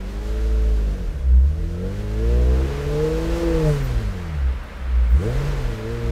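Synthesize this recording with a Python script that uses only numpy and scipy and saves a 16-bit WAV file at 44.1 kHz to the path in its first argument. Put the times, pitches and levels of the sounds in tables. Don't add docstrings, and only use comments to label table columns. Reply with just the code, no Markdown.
import sys
import numpy as np
from scipy import signal
from scipy.fft import rfft, irfft, next_fast_len
from scipy.io import wavfile
from scipy.ndimage import uniform_filter1d, map_coordinates

SR = 44100
rng = np.random.default_rng(int(sys.argv[2]) if len(sys.argv) > 2 else 0)


def convert_level_to_amplitude(level_db):
    exponent = np.asarray(level_db, float) / 20
    return 10 ** exponent


def transcribe(signal):
    frames = np.atleast_2d(signal).T
    limited = np.clip(frames, -1, 1)
    pcm = np.round(limited * 32767).astype(np.int16)
    wavfile.write(sys.argv[1], SR, pcm)


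N = 269451
T_S = np.arange(N) / SR
HOP = 32
CRUISE_RATE_HZ = 110

# frequency in Hz, level in dB per Hz.
GAS = [(380, -6), (650, -5), (900, -4), (1400, -3), (2100, -6), (3200, -14.5), (5300, -24.5), (10000, -53),
       (15800, -45)]


def unit(x):
    return x / np.sqrt(np.mean(x ** 2) + 1e-20)


def curve(rows):
    s, values = np.transpose(rows)
    return np.interp(T_S, s, values)


def stretch(x):
    return np.interp(np.arange(N), np.arange(len(x)) * HOP, x)


def wobble(rate_hz):
    knots = rng.standard_normal(int(N * rate_hz / SR) + 4)
    return stretch(map_coordinates(knots, [np.arange(0, N, HOP) * rate_hz / SR]))


def hump(t, centre_s, half_s):
    return np.exp(-((t - centre_s) / half_s) ** 2)


def filtered(x, response):
    m = next_fast_len(N + 8192)
    return irfft(rfft(x, m) * response(np.fft.rfftfreq(m, 1 / SR)), m)[:N]


def noise(spectrum):
    hz, db = np.transpose(spectrum)
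    gain = lambda f: convert_level_to_amplitude(np.interp(np.log(f + 1), np.log(hz + 1), db))
    return unit(filtered(rng.standard_normal(N), gain))


def crank():
    # time in seconds, firings per second.
    speed = [(0.0, 92.8), (0.31, 107.2), (0.91, 99.2), (1.32, 62.6), (1.55, 76.8), (2.55, 129.1),
             (3.12, 158.2), (3.35, 168.9), (4.26, 83.2), (4.55, 63.2), (4.61, 66.2), (5.02, 59.6),
             (5.13, 59.1), (5.28, 115.7), (5.41, 140.6), (5.83, 109.2), (5.91, 115.9), (6.11, 115.4)]
    s, rates = np.transpose(speed)
    slope = np.gradient(rates, s)
    i = np.clip(np.searchsorted(s, T_S) - 1, 0, len(s) - 2)
    span = s[i + 1] - s[i]
    u = (T_S - s[i]) / span
    rate = rates[i] + (rates[i + 1] - rates[i]) * u * u * (3 - 2 * u)
    rate += span * u * (1 - u) * (slope[i] * (1 - u) - slope[i + 1] * u)
    surge_hz, period_s, peak_s, mid_s, half_s = 1.9, 0.381, 2.337, 2.04, 1.15
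    swing = np.cos(2 * np.pi * (T_S - peak_s) / period_s)
    rate += surge_hz * swing * np.exp(-((T_S - mid_s) / half_s) ** 4)
    return rate, 2 * np.pi * np.cumsum(rate) / SR


def silencer(f):
    # frequency in Hz, width in Hz, level in dB.
    resonances = [(59.13, 14.8, 11), (126, 154, -7.5), (149.7, 11.5, -2), (176.6, 43, -4.5),
                  (221, 24.3, -9), (336.6, 51, -2), (459.6, 84.7, 4), (600, 58, -3), (688, 56, -9.5),
                  (843, 59, -10.5), (1030, 330, -15), (1430, 850, -24.5)]
    power = sum(convert_level_to_amplitude(db) ** 2 / (1 + ((f * f - hz * hz) / (w * f + 1e-9)) ** 2) ** 2
                for hz, w, db in resonances)
    return np.sqrt(power)


def ragged(db):
    return convert_level_to_amplitude(db * hump(T_S, 5.42, 0.25))


def boom():
    # frequency in Hz, level in dB per Hz.
    hall = [(10, -36), (22, -21), (35, -4.5), (50, -6), (66, -13.5), (80, -12), (95, -28), (300, -34.5),
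            (700, -47), (1200, -120)]
    # centre in seconds, half length in seconds, level over the rumble in dB.
    shudders = [(0.102, 0.033, 0), (1.12, 0.24, 6.5), (1.617, 0.14, 7), (2.9, 0.21, 12), (3.166, 0.13, 3),
                (3.316, 0.036, 4), (3.6, 0.32, 13), (4.05, 0.2, 6), (4.49, 0.11, 8.5), (4.903, 0.28, 2),
                (5.31, 0.079, 7), (5.553, 0.26, 9.5), (6.09, 0.12, 3)]
    rumble_db, swing_db = -35.5, 2
    shudder_db = sum(db * hump(T_S, s, half_s) for s, half_s, db in shudders)
    return convert_level_to_amplitude(rumble_db + shudder_db + swing_db * wobble(8.3)) * noise(hall)


def fan():
    # frequency in Hz, level in dB per Hz.
    fan_spectrum = [(85, -40), (130, 6), (226, 2), (376, -28), (564, -1), (850, -22.5), (1100, -24),
                    (1550, -15), (2100, -27.5), (4000, -41.5), (8800, -33), (15800, -41)]
    return convert_level_to_amplitude(-45) * noise(fan_spectrum)


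def rollers():
    level_db, from_s, spin_up_s = -43, 1.3, 2.6
    return convert_level_to_amplitude(level_db) * np.clip((T_S - from_s) / spin_up_s, 0, 1) * noise(GAS)


def gas_flow():
    # frequency in Hz, level in dB per Hz.
    hiss_spectrum = [(1200, -120), (2500, 1), (4000, -0.5), (6500, -4.5), (8600, -9.5), (9600, -13),
                     (13000, -13.5), (15800, -20.5)]
    gas_db, gas_db_per_octave = -45, 10.7
    hiss_db, hiss_db_per_octave = -50.5, 10.9
    lag_s = 0.072
    rate, turn = crank()
    keep = np.exp(-1 / (lag_s * SR))
    trailing = signal.lfilter([1 - keep], [1, -keep], rate - rate[0]) + rate[0]
    flow_octaves = np.log2(np.maximum(rate, trailing) / CRUISE_RATE_HZ)
    pulse = unit(1 + 0.082 * np.cos(turn))
    gas = convert_level_to_amplitude(gas_db + gas_db_per_octave * flow_octaves + 1.1 * wobble(7.9)) * pulse * noise(GAS)
    hiss = convert_level_to_amplitude(hiss_db + hiss_db_per_octave * flow_octaves + 0.8 * wobble(18)) * noise(hiss_spectrum)
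    return gas * ragged(2.5) + hiss


def off_walls(air):
    # delay in seconds, level in dB.
    surfaces = [(.0014, -49.5), (.0052, -25.5), (.0093, -14.5), (0.0151, -22.5), (0.0238, -18.5)]
    return air + sum(convert_level_to_amplitude(db) * np.roll(air, round(s * SR)) for s, db in surfaces)


def ticks():
    # start in seconds, peak in dB.
    clicks = [
        (4.6354, -39),
        (4.7694, -43),
    ]
    out, t = np.zeros(N), np.arange(SR // 20) / SR
    for s, db in clicks:
        grains = np.diff(rng.standard_normal(len(t) + 1))
        out[round(s * SR):][:len(t)] += convert_level_to_amplitude(db - 15 - 60 * t / 0.05) * grains
    return out


def belt():
    # start in seconds, length in seconds, start pitch in Hz, fall in Hz, peak in dB.
    chirps = [
        (3.79, 0.11, 14150, 600, -44),
        (5.08, .07, 15600, 2050, -47),
    ]
    peak_share, fade_db = 0.5, 30
    out = np.zeros(N)
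    for s, length_s, hz, fall_hz, db in chirps:
        u = np.clip((T_S - s) / length_s, 0, 1)
        shape_db = np.interp(u, [0, peak_share, 1], [-fade_db, 0, -fade_db])
        pitch_hz = hz - fall_hz * u ** 2.2 + 190 * wobble(500)
        level = (u > 0) * (u < 1) * convert_level_to_amplitude(db + shape_db + 3.5 * wobble(176))
        out += level * np.sin(2 * np.pi * np.cumsum(pitch_hz) / SR)
    return out


def vent():
    # peak in seconds, rise in seconds, fall in seconds, level in dB.
    vents = [
        (3.7, .16, .32, -48.5),
        (5.24, 0.27, 0.28, -52),
    ]
    # frequency in Hz, level in dB per Hz.
    jet_spectrum = [(2000, -120), (4000, -2), (8200, 2), (12000, -7), (15800, -10)]
    fade_db = 20
    jet = sum(convert_level_to_amplitude(db - fade_db * np.maximum((s - T_S) / rise_s, (T_S - s) / fall_s))
              for s, rise_s, fall_s, db in vents)
    return jet * convert_level_to_amplitude(1.2 * wobble(25)) * (noise(jet_spectrum) + convert_level_to_amplitude(7) * noise(GAS))


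def pops():
    # start in seconds, peak in dB.
    bursts = [(1.833, -26), (1.868, -29), (3.665, -22), (5.19, -27), (5.231, -17.5), (5.253, -21),
              (5.272, -23), (5.288, -20), (5.33, -21), (5.37, -25)]
    out, t = np.zeros(N), np.arange(SR // 10) / SR
    for s, db in bursts:
        envelope = convert_level_to_amplitude(db + 7.5 - 60 * t / 0.07) * (1 - np.exp(-t / 0.003))
        out[round(s * SR):][:len(t)] += envelope * rng.standard_normal(len(t))
    return filtered(out, lambda f: silencer(f) * (f > 260) + convert_level_to_amplitude(-43.5) * (f > 600) / (1 + f / 2500))


def exhaust():
    # time in seconds, level in dB.
    throttle = [(0, -8.5), (.88, -7), (1.0, -4.5), (1.18, -6.5), (1.36, 3), (1.5, 2), (2.7, -0.5),
                (3.05, 0), (3.42, -4.5), (3.68, 6), (4.27, -1), (4.47, 0), (4.66, -18.5), (4.96, -2),
                (5.1, -3), (5.17, 6), (5.8, -1), (6.11, 3)]
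    # time in seconds, level in dB.
    banks = [(0, 2), (0.201, -6), (.55, 3), (.9, 7), (1.1, 1), (1.85, -3), (2.15, -3.5), (2.398, 3),
             (2.64, 4.5), (2.74, -8), (2.87, -2.5), (3.7, -22), (3.95, -9), (4.25, -1), (5.3, -8.5),
             (5.88, -19), (6, -22), (6.11, 0)]
    # time in seconds, level in dB.
    bite = [(0, -4), (.3, -2), (.6, -4), (.95, -1.5), (1.25, -9), (1.7, -9), (1.85, 9.5), (2.0, -1),
            (2.37, 9), (2.82, 4.5), (3.05, 14), (3.3, 8), (3.58, 14), (3.9, -2), (4.8, -25.5), (5.25, 10.5),
            (5.47, -5.5), (5.898, 2.5)]
    # multiple of the firing rate, level in dB, shares of throttle, banks and bite.
    firing = [(1, -23.5, 1.3, 0.0307, 0.0086), (2, -29, 0.41, 0.014, 0.38), (3, -38.5, 0.044, 0.0076, 0.98),
              (4, -37.5, .05, .01, .2), (5, -44, 0.06, .01, 0.61), (.5, -28.5, 0.013, 0.93, 0.0053),
              (1.5, -40.5, .01, 0.74, 0.95), (2.5, -43, .01, 1.9, 0.66), (3.5, -48.5, .01, 1.15, 1)]
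    # multiple of the firing rate, level in dB.
    halves = [(4.5, -22), (5.5, -13), (6.5, -2)]
    # multiple of the firing rate, level in dB.
    others = [(1 / 3, -1.5), (4 / 3, -23), (5 / 3, -25), (8 / 3, -32), (17 / 6, -11), (19 / 6, -25),
              (10 / 3, -9.5), (5.5, 0.5), (7, -2), (5.6, -10), (9, -5), (8.1, -2.2), (21, 7.5), (15, 6.5)]
    # centre in seconds, half length in seconds, multiple of the
    # firing rate, level in dB.
    flares = [(.1, .12, 3, 8), (.95, .06, 3, 6), (.1, .15, 5, -8), (1.47, .04, 1, 4), (1.66, .11, 5, -10),
              (3.25, .08, 3, -4), (3.43, .07, 2, 6), (3.68, .05, 4, 15), (4.17, .05, 5, 10),
              (4.34, .09, 2, 8), (4.9, .25, 2, -12), (5.25, .05, 4, 8), (5.46, .1, 3, -8)]
    rasp_db, rasp_db_per_hz, rasp_bite_share = -44.5, 0.15, 0.27
    rough_db, rough_db_per_hz, rough_bite_share = -44, 0.17, 0.1
    overrun_db, overrun_hz_per_s = 5, 120
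    rattle_db = 2

    rate, turn = crank()
    acceleration = np.gradient(rate) * SR
    throttle_db, banks_db, bite_db = curve(throttle), curve(banks), curve(bite)
    fall_db = overrun_db * np.clip(-acceleration / overrun_hz_per_s, 0, 1)
    scatter = 0.045 + 0.0006 * uniform_filter1d(np.abs(np.gradient(rate)) * SR, 2000)

    def line(k, shake_db):
        level = np.sqrt(2) * convert_level_to_amplitude(shake_db * wobble(14))
        jitter = scatter * 0.67 * np.sqrt(max(k - 0.85, 0)) * wobble(30)
        return level * np.sin(k * turn + rng.uniform(0, 2 * np.pi) + jitter)

    def colour(k):
        return stretch(silencer(k * rate[::HOP]))

    def weak(orders):
        return sum(convert_level_to_amplitude(db) * colour(k) * line(k, 2.6) for k, db in orders)

    main = np.zeros(N)
    for k, db, throttle_share, banks_share, bite_share in firing:
        level_db = db + throttle_share * throttle_db + banks_share * banks_db + bite_share * bite_db
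        level_db = level_db - (k > 3) * fall_db
        slow_db = level_db[::HOP]
        for s, half_s, order, flare_db in flares:
            if round(order) == k:
                slow_db = slow_db + flare_db * hump(T_S[::HOP], s, half_s)
        shake_db = 0.17 * k + 0.2 + 0.9 * (k % 1 > 0) * (k > 1)
        main += stretch(convert_level_to_amplitude(slow_db)) * colour(k) * line(k, shake_db)

    rattle = convert_level_to_amplitude(rattle_db) * filtered(main ** 3, lambda f: silencer(f) * (f > 140))
    uneven_banks = convert_level_to_amplitude(-50 + 0.54 * banks_db + 0.95 * bite_db) * weak(halves)
    shaft = convert_level_to_amplitude(-15) * np.clip((rate - 130) / 20, 0, 1) * line(2 / 3, 5.3)
    extra_hz = rate - CRUISE_RATE_HZ
    rasp = convert_level_to_amplitude(rasp_db + rasp_db_per_hz * extra_hz + rasp_bite_share * bite_db) * (weak(others) + shaft)
    puffs = rng.standard_normal(N) * (1 + 0.86 * np.cos(turn))
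    rough = unit(filtered(puffs, lambda f: silencer(f) * (f > 110)))
    rough *= convert_level_to_amplitude(rough_db + rough_db_per_hz * extra_hz + rough_bite_share * bite_db) * ragged(5)
    return main + rattle + uneven_banks + rasp + rough


def scene():
    air = off_walls(fan() + rollers() + gas_flow())
    return (boom() + air + ticks() + belt() + vent() + pops() + exhaust())[None]


def low_pass(x):
    return signal.sosfilt(signal.butter(12, 15780, fs=SR, output="sos"), x)


def record(dry):
    edge_s, top_hz = 0.006, 15780
    edge = np.clip(np.minimum(T_S, T_S[-1] - T_S) / edge_s, 0, 1)
    mix = filtered(dry[0] * edge, lambda f: f < top_hz)[None]
    return low_pass(mix)


dry = scene()
out = record(dry)
transcribe(out)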